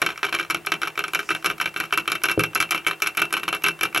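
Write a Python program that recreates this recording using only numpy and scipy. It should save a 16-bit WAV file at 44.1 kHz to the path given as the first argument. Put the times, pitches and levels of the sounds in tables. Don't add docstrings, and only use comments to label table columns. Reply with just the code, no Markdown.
import sys
import numpy as np
from scipy import signal
from scipy.fft import rfft, irfft
from scipy.io import wavfile

SR = 44100
rng = np.random.default_rng(int(sys.argv[2]) if len(sys.argv) > 2 else 0)


def generate_wav(sig):
    pcm = np.round(np.clip(np.atleast_2d(sig).T, -1, 1) * 32767).astype(np.int16)
    wavfile.write(sys.argv[1], SR, pcm)


N = 176400
RING_TIME = np.arange(SR // 3) / SR

# start in seconds, level in dB.
BAR_KNOCKS = [(0.0174, -13.5), (0.0628, -16.5), (0.0888, -25), (0.102, -27), (0.1763, -30), (0.2299, -16.5),
              (0.2417, -18.5), (0.2654, -26), (0.2862, -28.5), (0.3255, -20.5), (0.341, -21),
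              (0.3482, -18.5), (0.3872, -24), (0.3967, -19.5), (0.428, -30.5), (0.448, -34), (0.4998, -19),
              (0.5076, -20), (0.5456, -17.5), (0.6681, -18.5), (0.719, -15), (0.7518, -31), (0.8168, -23),
              (0.8316, -16), (0.873, -22.5), (0.976, -20), (0.991, -18), (1.0392, -19.5), (1.0808, -28),
              (1.1342, -21), (1.148, -15.5), (1.1909, -19), (1.229, -36), (1.2898, -19.5), (1.3044, -15.5),
              (1.3108, -21), (1.349, -22), (1.4447, -19.5), (1.459, -15.5), (1.467, -19.5), (1.4998, -17.5),
              (1.6, -19), (1.6123, -17), (1.6578, -18), (1.7616, -21), (1.8009, -18.5), (1.8374, -26),
              (1.9251, -12.5), (1.975, -13.5), (2.0766, -16), (2.118, -16), (2.1523, -22.5), (2.2364, -21),
              (2.24, -14.5), (2.255, -19.5), (2.2854, -17), (2.2958, -18), (2.3137, -19.5), (2.3938, -15.5),
              (2.408, -23.5), (2.4363, -16), (2.554, -17.5), (2.56, -18.5), (2.602, -13), (2.6248, -18),
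              (2.7088, -19), (2.7192, -18), (2.7463, -17), (2.7774, -25.5), (2.8655, -13.5),
              (2.8801, -24.5), (2.9106, -19), (3.0206, -15), (3.061, -22), (3.0703, -17.5), (3.171, -24.5),
              (3.1759, -16), (3.193, -21), (3.2175, -12.5), (3.3256, -20), (3.3379, -16), (3.3668, -19),
              (3.397, -33), (3.432, -24.5), (3.4793, -18), (3.5272, -18), (3.548, -25), (3.6402, -16),
              (3.649, -20), (3.6627, -16.5), (3.6842, -16.5), (3.8101, -18.5), (3.8314, -17), (3.8527, -20),
              (3.9467, -18), (3.96, -16.5), (3.9751, -18)]
# frequency in Hz, relative level in dB.
BRIGHT_NOISE = [(3200, -15.5), (5500, 7), (9000, -4.5), (11400, -12), (14000, -42)]


def stir_bar(bounces=6, mean_gap_s=0.0055):
    # frequency in Hz, t60 in seconds, level in dB re the knock.
    housing_modes = [(114, 0.099, -37), (156.8, 0.32, -30), (334.5, 0.1, -13.5), (406.3, 0.073, -20)]
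    # frequency in Hz, t60 in seconds, relative level in dB.
    rim_modes = [(2652, .13, -13.5), (2709, .19, -16), (2838, .13, -19.5)]
    # start in seconds, level in dB.
    hard_strikes = [(0.0173, -26.5), (0.507, -25.5), (0.6622, -30.5), (1.46, -21), (2.1177, -30),
                    (2.2359, -20), (2.5494, -20), (2.602, -25), (2.7085, -21), (3.637, -25), (2.871, -24.5),
                    (3.0209, -19.5), (3.1715, -23.5), (3.327, -23.5), (3.8327, -22), (3.976, -24.5)]
    out = np.zeros(N)
    for at, db in BAR_KNOCKS:
        add(out, at, undb(db) * knock(at))
        add(out, at, undb(db) * ring(housing_modes, RING_TIME))
        rim_db = db - 2.5 + 2 * at
        add(out, at, undb(rim_db) * ring(rim_modes, RING_TIME, detune=0))
        for k in range(bounces):
            at += mean_gap_s * rng.uniform(0.5, 1.5)
            bounce_db = db - 10 - 3 * k + rng.uniform(-8.5, 8.5)
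            add(out, at, undb(bounce_db) * knock(at))
    for at, db in hard_strikes:
        add(out, at, undb(db) * glass_tick(at))
    return out


def knock(at):
    # frequency in Hz, t60 in seconds, relative level in dB.
    clack_modes = [(758, 0.043, -21), (1180, 0.013, -5.5), (1318, 0.016, 4), (1525, 0.026, -3),
                   (2316.6, 0.022, 0.5), (2616, 0.018, -10.5), (3081, 0.037, -10), (3698, 0.021, -14),
                   (4124, 0.023, -16)]
    # frequency in Hz, relative level in dB.
    clack_noise = [(200, -37.5), (400, -10.5), (850, -7.5), (1300, -1.5), (1850, -4.5), (2500, -0.5),
                   (4200, -12.5), (6000, -45)]
    clack = contact(clack_modes, clack_noise, noise_db=-5, rise_s=0.0014, noise_fade_s=0.0027)
    tick_db = -20.5 + 0.53 * at + rng.uniform(0, 12)
    return clack + undb(tick_db) * glass_tick(at)


def glass_tick(at, sparkle_above_hz=9000):
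    # frequency in Hz, t60 in seconds, relative level in dB.
    glass_modes = [(5544, 0.0079, 3.5), (7000, 0.03, -16.5), (10287, 0.021, 0), (11425, 0.015, 5)]
    sparkle_db = -8 + 3 * at
    modes = [(hz, t60, db + sparkle_db * (hz > sparkle_above_hz)) for hz, t60, db in glass_modes]
    return contact(modes, BRIGHT_NOISE, noise_db=-6.5, rise_s=0.00018, noise_fade_s=0.0052)


def contact(modes, noise_curve, noise_db, rise_s, noise_fade_s):
    t = RING_TIME[:2048]
    crack = colour(rng.standard_normal(len(t)), noise_curve) * np.exp(-t / noise_fade_s)
    body = unit_attack(ring(modes, t)) + undb(noise_db) * unit_attack(crack)
    return unit_attack(body * onset(t, rise_s))


def ring(modes, t, detune=0.012, scatter_db=4.5):
    hz, t60, db = np.array(modes, float).T[:, :, None]
    strength, shift = rng.standard_normal((2, len(hz), 1))
    cycles = hz * (1 + detune * shift) * t + rng.random((len(hz), 1))
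    gain = undb(db + scatter_db * np.tanh(strength))
    return np.sum(gain * decay(t, t60) * np.sin(2 * np.pi * cycles), 0)


def grazes(pause_s=0.07, level_db=-35.5):
    out, previous = np.zeros(N), 0
    for at, _ in BAR_KNOCKS:
        if at - previous > pause_s:
            lead_s = rng.uniform(0.018, 0.022)
            add(out, at - lead_s, undb(level_db) * knock(at))
        previous = at
    return out


def bench_bump(at=2.3762):
    # frequency in Hz, t60 in seconds, level in dB.
    bump_modes = [(115, .15, -21), (160, .2, -23), (330, .07, -9), (425, .04, -7), (505, .2, -27)]
    out, t = np.zeros(N), RING_TIME
    thud = sum(undb(db) * decay(t, t60) * np.sin(2 * np.pi * hz * t) for hz, t60, db in bump_modes)
    add(out, at, -thud * onset(t, rise_s=0.00086))
    return out


def hiss(peak_s=1.26, width_s=0.14, level_db=-51):
    noise = colour(rng.standard_normal(N), BRIGHT_NOISE)
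    swell = np.exp(-((np.arange(N) / SR - peak_s) / width_s) ** 2)
    return undb(level_db) * noise / noise.std() * swell


def ventilation(level_db=-49, width=0.33):
    # frequency in Hz, relative spectral density in dB.
    air_curve = [(30, 3.5), (110, 1.5), (250, -12), (600, 1), (2500, -3), (4500, -15), (11500, -14.5),
                 (14000, -19)]
    noise = colour(rng.standard_normal((2, N)), air_curve)
    mid, side = noise / noise.std() * undb(level_db)
    return spread(mid, width * side)


def room_response(width=0.26):
    # frequency in Hz, t60 in seconds, relative level in dB.
    room_bands = [(209, 0.27, 2), (1210, 0.13, -12), (4000, 0.088, -12), (11000, 0.23, -19.5)]
    out, t = 0, RING_TIME
    log_centres = np.log([hz for hz, _, _ in room_bands])
    spectrum = rfft(rng.standard_normal((2, len(t))))
    for share, (_, t60, db) in zip(np.eye(len(room_bands)), room_bands):
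        band = irfft(spectrum * np.interp(log_frequencies(len(t)), log_centres, share), len(t))
        envelope = decay(t, t60) * onset(t, rise_s=0.0019)
        out = out + undb(db) * band * envelope / np.linalg.norm(envelope)
    return spread(out[0], width * out[1])


def at_microphones(x, room, wet_db, width=0.19):
    direct = spread(x, width * signal.hilbert(x).imag)
    reverb = signal.fftconvolve(x[None], room, axes=1)[:, :N]
    return direct + undb(wet_db) * reverb


def undb(db):
    return 10 ** (np.asarray(db) / 20)


def decay(t, t60):
    return np.exp(-np.log(1000) * t / t60)


def onset(t, rise_s):
    return 1 - np.exp(-(t / rise_s) ** 2)


def log_frequencies(size):
    return np.log(np.maximum(np.fft.rfftfreq(size, 1 / SR), 1))


def colour(x, curve):
    hz, db = np.array(curve, float).T
    size = x.shape[-1]
    gain = undb(np.interp(log_frequencies(size), np.log(hz), db))
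    return irfft(rfft(x) * gain, size)


def unit_attack(x, attack_samples=200):
    return x / np.sqrt(np.mean(x[:attack_samples] ** 2))


def add(out, at, x):
    i = int(at * SR)
    if 0 <= i < len(out):
        out[i:i + len(x)] += x[:len(out) - i]


def spread(mid, side):
    return np.array([mid + side, mid - side])


def scene():
    room = room_response()
    rattle_and_hiss = at_microphones(stir_bar() + grazes() + hiss(), room, wet_db=0.5)
    bump = at_microphones(bench_bump(), room, wet_db=-4)
    return rattle_and_hiss + bump + ventilation()


def record(dry):
    low_cut_hz, ceiling, top_hz = 73, 0.48, 15900
    thinned = signal.sosfilt(signal.butter(2, low_cut_hz, "high", fs=SR, output="sos"), dry)
    rounded = ceiling * np.tanh(thinned / ceiling)
    return signal.sosfilt(signal.ellip(8, 0.2, 80, top_hz, fs=SR, output="sos"), rounded)


dry = scene()
out = record(dry)
generate_wav(out)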